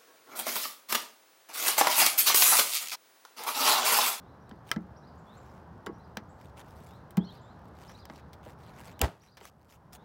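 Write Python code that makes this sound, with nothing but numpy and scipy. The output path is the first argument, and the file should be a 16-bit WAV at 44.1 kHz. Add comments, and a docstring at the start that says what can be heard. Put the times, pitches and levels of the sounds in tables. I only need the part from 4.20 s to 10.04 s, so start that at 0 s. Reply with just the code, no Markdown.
"""A hum of distant traffic and small twittering birds, heard from a driveway. Close to the microphone
a hand tool levers plastic trim off a car door: clips crack, plastic and steel blade ring, and the
hollow door thumps and rings as the trim knocks on it. Glove, sleeve and blade scuff in between.
The last clip squeaks, lets go and shakes the whole panel; the hum dips there and creeps back."""
import sys
import numpy as np
from scipy import signal
from scipy.fft import rfft, irfft, next_fast_len
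from scipy.io import wavfile
from scipy.ndimage import uniform_filter1d, map_coordinates

SR = 44100
rng = np.random.default_rng(int(sys.argv[2]) if len(sys.argv) > 2 else 0)


def generate_wav(signal):
    """Clip the signal to [-1, 1] and save it as 16-bit WAV at the path in sys.argv[1]."""
    frames = np.transpose(np.atleast_2d(signal))
    scaled = np.clip(frames, -1, 1) * 32767
    pcm = np.round(scaled).astype(np.int16)
    wavfile.write(sys.argv[1], SR, pcm)


N = 257676

# spectra of the far roads, the rubbing cloth and the chattering trim: frequency_hz, level_db
TRAFFIC_SPECTRUM = [(20, -43.5), (35, -19), (64, -3), (110, -0.5), (180, -3), (293, -11.5), (591, -12),
                    (887, -11), (1600, -20.5), (2300, -35.5), (3800, -40), (5500, -42), (7500, -53.5),
                    (16000, -67)]
CLOTH_SPECTRUM = [(200, -2), (900, 7), (1350, 6), (1700, 4), (2300, 6.5), (3200, 4), (4200, 3), (6000, 2),
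                  (10000, -2), (15000, -1)]
RATTLE_SPECTRUM = [(71, -24.5), (120, -5), (222, -18.5), (605, -15), (656, -13), (1340, -20), (1900, -22),
                   (2290, -28.5), (2930, -25), (3380, -29), (16000, -43)]
# bird calls, note by note: offset_s, length_s, start_hz, middle_hz, end_hz
TWITTER_NOTES = [(0, 0.042, 3610, 5740, 4470), (.066, .034, 4080, 3925, 5000),
                 (.104, .038, 3520, 4860, 3700)]
UPSLUR_NOTES = [(0, .029, 6250, 7350, 7850)]
DOWNSLUR_NOTES = [(0.0026, .06, 5100, 3950, 3100)]
WHISTLE_NOTES = [(0, 0.11, 3400, 3700, 4400)]
WARBLE_NOTES = [(0, 0.065, 3160, 3320, 3770), (.043, .082, 3500, 4340, 3480),
                (.073, .073, 3100, 3330, 4300)]
# when each call is sung: start_s, level_db
TWITTER_TIMES = [(0.199, -76), (0.758, -66.5), (1.724, -72.5), (3.027, -68), (3.673, -59), (5.003, -66)]
UPSLUR_TIMES = [(0.972, -74), (1.163, -63), (2.085, -69), (3.209, -71)]
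DOWNSLUR_TIMES = [(3.145, -66), (3.44, -81), (3.791, -65), (3.954, -71)]
WHISTLE_TIMES = [(0, -75.5), (1.06, -66), (2.675, -67.5), (3.219, -70), (4.678, -73), (5.76, -72)]
WARBLE_TIMES = [(2.984, -58)]
# strokes of glove, sleeve and blade: start_s, length_s, level_db, tilt_db_per_octave
SCUFF_STROKES = [(0.443, 0.13, -61.5, -1.5), (1.001, 0.46, -69, -2.5), (2.145, 0.18, -68.5, -1.5),
                 (2.36, 0.064, -50.5, -3), (2.39, 0.42, -65, -1), (3.092, .11, -68, -1),
                 (3.528, 0.3, -60, -3), (3.886, 0.13, -58.5, -3), (4.224, 0.12, -60, -2),
                 (4.372, 0.2, -60, -3.5), (4.526, .22, -56, -2.5), (4.998, .12, -66, -3),
                 (5.194, 0.11, -55.5, -1.5), (5.479, 0.098, -63, -0.5), (5.723, 0.053, -53.5, 0.5)]
# modes of the trimmed door, the steel blade and the plastic clips: pitch_hz, level_db, t60_s
DOOR_MODES = [(68.3, -5.5, 0.35), (179.4, 3.5, 0.28), (212, 3.5, 0.21), (283.5, -5, 0.26),
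              (314.6, 1.5, 0.17), (351.4, -2.5, 0.22), (403, -6.5, 0.3), (476, -2.5, 0.14),
              (566, -15.5, 0.13), (658, -6, 0.18), (816, -5.5, 0.24), (860, -14, 0.33), (816, 1.5, 0.052),
              (946, 0.5, 0.1), (1086, -1, 0.081), (1274, -5, 0.074), (1490, -16.5, .14), (1650, -6, .11),
              (1710, -15.5, 0.064), (2010, -7.5, .08), (2840, -12.5, .08)]
BLADE_MODES = [(1112, -1.5, 0.26), (2900, -8, 0.063), (4900, -5.5, 0.06), (7300, -4, 0.042),
               (10800, -16.5, 0.067), (15500, -25.5, 0.047)]
CLIP_MODES = [(1297, -11, 0.062), (1334, -20.5, 0.2), (1620, 0, 0.023), (1750, -14, 0.013),
              (2052, -7.5, 0.038), (2390, -18, 0.063), (3080, -1.5, 0.019), (3114, 0.5, 0.0089),
              (3750, -7.5, .015), (5130, -28, 0.016), (6330, -23.5, .016)]
# the low, middle and high bands of a crack: frequency_hz, level_db
BODY_SPECTRUM = [(250, -11), (600, -3), (950, -4.5), (1350, -8), (2050, -7.5), (2500, -23.5), (4000, -67)]
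BITE_SPECTRUM = [(1400, -62), (2000, -13), (2300, 0), (2600, -3.5), (3100, -2.5), (4200, -4.5), (5000, -4),
                 (6200, -7.5), (7200, -32), (9000, -69.5)]
FIZZ_SPECTRUM = [(4500, -70), (6000, -20), (6900, -1), (8500, 0), (10000, -5), (13000, -4), (15700, 0)]
# the trim knocking on the door: start_s, swing_db, pitch_hz, contact_db
TRIM_KNOCKS = [(0.3122, -38.5, 201, -54), (0.562, -24, 192.5, -44), (1.667, -34, 428, -42),
               (1.69, -35, 383, -74), (1.969, -36, 198, -57), (2.973, -17.5, 183.6, -48.5),
               (3.899, -42, 300, -49), (4.262, -41.5, 575, -63.5), (4.806, -30.5, 249, -58),
               (4.814, -22, 68.8, -39.5), (4.817, -29, 496, -37), (5.211, -49, 420, -54)]
# the blade ticking on the trim: start_s, level_db, bright_db, decay_s
BLADE_TICKS = [(0.293, -60, 0.5, .025), (0.4915, -46.5, 5, 0.0049), (2.2129, -56.5, 1, 0.011),
               (2.9076, -45.5, 11, 0.002), (3.6951, -43.5, -4, 0.0034), (3.8539, -44.5, -0.5, 0.0097),
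               (4.1313, -56, -1, 0.06), (4.7928, -43, 8.5, 0.0055), (5.1702, -55, -5, 0.08),
               (5.7309, -57.5, 7, 0.023)]
# clips cracking under the lever: start_s, level_db, bright_db, decay_s, plastic_db, steel_db, lag_s
CLIP_CRACKS = [(0.5147, -20.5, 1, .0055, 0, -27, .0012), (1.6627, -42, -4, .015, -12, -3, .0043),
               (1.9708, -29.5, -3, .006, -3, -25, .002), (2.9706, -37.5, 2, .014, -6, -22, .0084),
               (4.8148, -21.5, 8, .011, -17, -20, .0018)]


def amp(db):
    """Decibels to gain."""
    return 10 ** (np.asarray(db) / 20)


def unit(x):
    """Scale to rms 1."""
    return x / np.sqrt(np.mean(x ** 2) + 1e-20)


def clock(seconds):
    """Sample times over a duration."""
    return np.arange(max(int(seconds * SR), 8)) / SR


def filtered(x, response):
    """Filter x by a gain given as a function of frequency."""
    size = next_fast_len(len(x) + 2048)
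    return irfft(rfft(x, size) * response(np.fft.rfftfreq(size, 1 / SR)), size)[:len(x)]


def coloured(x, spectrum, tilt_db=0):
    """Shape x by a spectrum and a tilt per octave above 500 Hz, at rms 1."""
    points_hz, points_db = np.transpose(spectrum)

    def response(hz):
        shape_db = np.interp(np.log(hz + 1), np.log(points_hz + 1), points_db)
        return amp(shape_db + tilt_db * np.log2(np.maximum(hz, 500) / 500))
    return unit(filtered(x, response))


def wobble(rate_hz):
    """A smooth random curve through rate_hz knots a second."""
    knots = rng.standard_normal(int(N * rate_hz / SR) + 4)
    coarse = np.arange(0, N, 32)
    return np.interp(np.arange(N), coarse, map_coordinates(knots, [coarse * rate_hz / SR]))


def grains(size, rate_hz, spread_db):
    """Tiny random contacts of uneven strength, at rms 1."""
    strength = amp(spread_db * rng.uniform(-1, 1, size))
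    hits = rng.random(size) < rate_hz / SR
    return unit(hits * np.sign(rng.standard_normal(size)) * strength)


def add(track, start_s, sound):
    """Mix a sound into the track at start_s."""
    part = track[max(round(start_s * SR), 0):][:len(sound)]
    part += sound[:len(part)]


def microphone_hiss():
    """The microphone's own faint noise."""
    return amp(-84) * rng.standard_normal(N)


def traffic():
    """Far roads hum over a slowly rolling drone; the level dips at the last clip and recovers."""
    dip_start_s, fall_s, depth_db, recover_db_per_s = 4.8, .12, 14, 10.5
    hum = coloured(rng.standard_normal(N), TRAFFIC_SPECTRUM) * amp(0.78 * wobble(3.4))
    drone = coloured(rng.standard_normal(N), [(45, -41), (76, 4.5), (115, -41.5), (400, -100)])
    drone *= amp(0.84 * wobble(0.97))
    since_s = np.arange(N) / SR - dip_start_s
    dip_db = np.clip(since_s / fall_s, 0, 1) * np.maximum(depth_db - recover_db_per_s * since_s, 0)
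    return amp(-50.5 - dip_db) * (amp(-1) * hum + amp(-12) * drone)


def bird_note(length_s, start_hz, middle_hz, end_hz):
    """One whistle gliding through three pitches with a slight quaver."""
    t = clock(length_s)
    progress = t / t[-1]
    glide_hz = np.polyval(np.polyfit([0, .5, 1], [start_hz, middle_hz, end_hz], 2), progress)
    quaver = 1 + .02 * np.sin(2 * np.pi * (38 * t + rng.random()))
    phase = 2 * np.pi * np.cumsum(glide_hz * quaver) / SR + np.cumsum(rng.normal(0, .04, len(t)))
    return np.abs(np.sin(np.pi * progress)) ** .6 * np.sin(phase)


def birds():
    """Birds repeat their calls; the fainter, the farther off, with more echo from houses and trees."""
    pitch_spread, tempo_spread = .015, .08  # no two calls are quite alike
    near_bird_db, echo_t60_s = -56.5, .42
    direct, scattered = np.zeros(N), np.zeros(N)
    calls = [(TWITTER_NOTES, TWITTER_TIMES), (UPSLUR_NOTES, UPSLUR_TIMES),
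             (DOWNSLUR_NOTES, DOWNSLUR_TIMES), (WHISTLE_NOTES, WHISTLE_TIMES),
             (WARBLE_NOTES, WARBLE_TIMES)]
    for notes, times in calls:
        for start_s, level_db in times:
            detune, stretch = 1 + rng.uniform(-0.92, 1, 2) * [pitch_spread, tempo_spread]
            echo_db = -5 + 0.32 * (near_bird_db - level_db)
            for offset_s, length_s, *pitches_hz in notes:
                note = amp(level_db) * bird_note(length_s * stretch, *(detune * np.array(pitches_hz)))
                add(direct, start_s + offset_s * stretch, note)
                add(scattered, start_s + offset_s * stretch, note * amp(echo_db))
    scattered *= wobble(700)  # scattering blurs each note into a narrow band
    t = clock(0.63)
    tail = rng.standard_normal(len(t)) * amp(-60 * t / echo_t60_s) * (1 - np.exp(-t / .008))
    echo = signal.fftconvolve(scattered, tail / np.linalg.norm(tail))[:N]
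    return direct * amp(2 * wobble(150)) + echo


def scuffs():
    """Close rubbing is a swell of tiny slips over soft hiss; the sleeve never quite stops stirring."""
    stirring = coloured(grains(N, rate_hz=150, spread_db=9), CLOTH_SPECTRUM)
    out = amp(-86) * stirring * amp(3 * wobble(7))
    for start_s, length_s, level_db, tilt_db in SCUFF_STROKES:
        t = clock(length_s)
        slips = .8 * grains(len(t), rate_hz=550, spread_db=12) + .55 * rng.standard_normal(len(t))
        swell = np.abs(np.sin(np.pi * t / t[-1])) ** .8
        add(out, start_s, amp(level_db) * swell * coloured(slips, CLOTH_SPECTRUM, tilt_db))
    # each slip catches a different spot, so its colour keeps changing
    spectra = signal.stft(out * amp(1.6 * wobble(70)), nperseg=256)[2]
    spots = uniform_filter1d(rng.standard_normal(spectra.shape), size=6, axis=0)
    spots = unit(uniform_filter1d(spots, size=7, axis=1))
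    return signal.istft(spectra * amp(3 * spots), nperseg=256)[1][:N]


def clip_squeak():
    """The last clip squeals as it slides out; uneven stick and slip blurs the pitch."""
    t, pitch_hz = clock(.019), 3065
    slipping = np.cumsum(rng.normal(0, 0.099, len(t)))
    rise = amp(-60 + 20 * t / t[-1])
    out = np.zeros(N)
    add(out, 4.796, rise * np.sin(2 * np.pi * pitch_hz * t + slipping))
    return out


def trim_rattle():
    """The freed trim chatters against the door, hardest at the panel's widest swing."""
    t, widest_s, t60_s = clock(.2), .026, 0.37
    chatter = coloured(grains(len(t), rate_hz=4400, spread_db=5.5), RATTLE_SPECTRUM, tilt_db=-1.5)
    shake = amp(-29) * np.exp(-np.abs(t - widest_s) / 0.014)
    settling = amp(-36.5 - 60 * t / t60_s)
    out = np.zeros(N)
    add(out, 4.817, chatter * (shake + settling))
    return out


def door_thumps():
    """The knocked panel swings a few cycles, then rings on, favouring the modes near that pitch."""
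    panel_hz = 178.8  # the panel's main swing
    out, t = np.zeros(N), clock(0.36)
    mode_hz, mode_db, t60_s = np.transpose(DOOR_MODES)[:, :, None]
    build_up = 1 - np.exp(-t * mode_hz / 0.65)  # low modes build up slowly
    for start_s, swing_db, pitch_hz, _ in TRIM_KNOCKS:
        peak_s = 0.013 * (panel_hz / pitch_hz) ** 0.74  # higher swings peak sooner
        swell = (t / peak_s) ** 2
        swing = swell * np.exp(1 - swell) * np.sin(2 * np.pi * pitch_hz * t)
        reach_db = -5.5 * np.abs(np.log2(mode_hz / pitch_hz)) + rng.normal(0, 1.5, mode_hz.shape)
        tones = np.sin(2 * np.pi * mode_hz * t + rng.normal(0, 1, mode_hz.shape))
        ring = np.sum(amp(mode_db + reach_db - 60 * t / t60_s) * tones * build_up, axis=0)
        ring_db = -11 + 3 * np.log2(pitch_hz / panel_hz)  # higher swings leave more ring
        add(out, start_s, amp(swing_db) * (swing + amp(ring_db) * ring))
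    return out


def ringing(modes, t):
    """Damped modes, struck at slightly new strengths each time."""
    pitch_hz, level_db, t60_s = np.transpose(modes)[:, :, None]
    fade = amp(level_db + rng.normal(0, 0.69, pitch_hz.shape) - 60 * t / t60_s)
    return np.sum(fade * np.sin(2 * np.pi * (pitch_hz * t + rng.random(pitch_hz.shape))), axis=0)


def crack(level_db, bright_db, decay_s, plastic_db=-8, steel_db=-22.5):
    """Plastic cracks and rings with the blade; the door cavity keeps a faint, darker tail."""
    t = clock(.16)
    attack = 1 - np.exp(-t / .0003)
    sound = amp(plastic_db) * ringing(CLIP_MODES, t) + amp(steel_db) * ringing(BLADE_MODES, t)
    # brightness trades body for fizz
    for spectrum, band_db, t60_s, tail_db, tail_t60_s in [
            (BODY_SPECTRUM, -2 - bright_db, 1.3 * decay_s, -15, .11),
            (BITE_SPECTRUM, 3, .95 * decay_s, -22, .075),
            (FIZZ_SPECTRUM, 3 + bright_db, .8 * decay_s, -29, .06)]:
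        fade = amp(-60 * t / t60_s) + amp(tail_db - 60 * t / tail_t60_s)
        sound += amp(band_db) * fade * coloured(rng.standard_normal(len(t)), spectrum)
    return amp(level_db) * sound * attack


def levering():
    """Clips give way in two quick catches, the blade ticks, and each knock starts with a dull click."""
    out = np.zeros(N)
    for start_s, level_db, bright_db, decay_s, plastic_db, steel_db, lag_s in CLIP_CRACKS:
        add(out, start_s, crack(level_db, bright_db, decay_s, plastic_db, steel_db))
        second_catch = crack(level_db - 9.5, bright_db - 2.5, 0.96 * decay_s)  # weaker and duller
        add(out, start_s + lag_s, second_catch)
    for start_s, level_db, bright_db, decay_s in BLADE_TICKS:
        add(out, start_s, crack(level_db, bright_db, decay_s))
    for start_s, _, _, contact_db in TRIM_KNOCKS:
        add(out, start_s, crack(contact_db, bright_db=-14.5, decay_s=0.0094, plastic_db=1.5))
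    return out


def scene():
    """One microphone in the driveway, close to the door, with birds and roads farther off."""
    close = levering() + door_thumps() + clip_squeak() + trim_rattle() + scuffs()
    return (close + birds() + traffic() + microphone_hiss())[None]


def record(dry):
    """The recorder cuts off steeply above its band limit."""
    top_hz = 16200
    return np.array([filtered(x, lambda hz: 1 / np.sqrt(1 + (hz / top_hz) ** 160)) for x in dry])


dry = scene()
out = record(dry)
generate_wav(out)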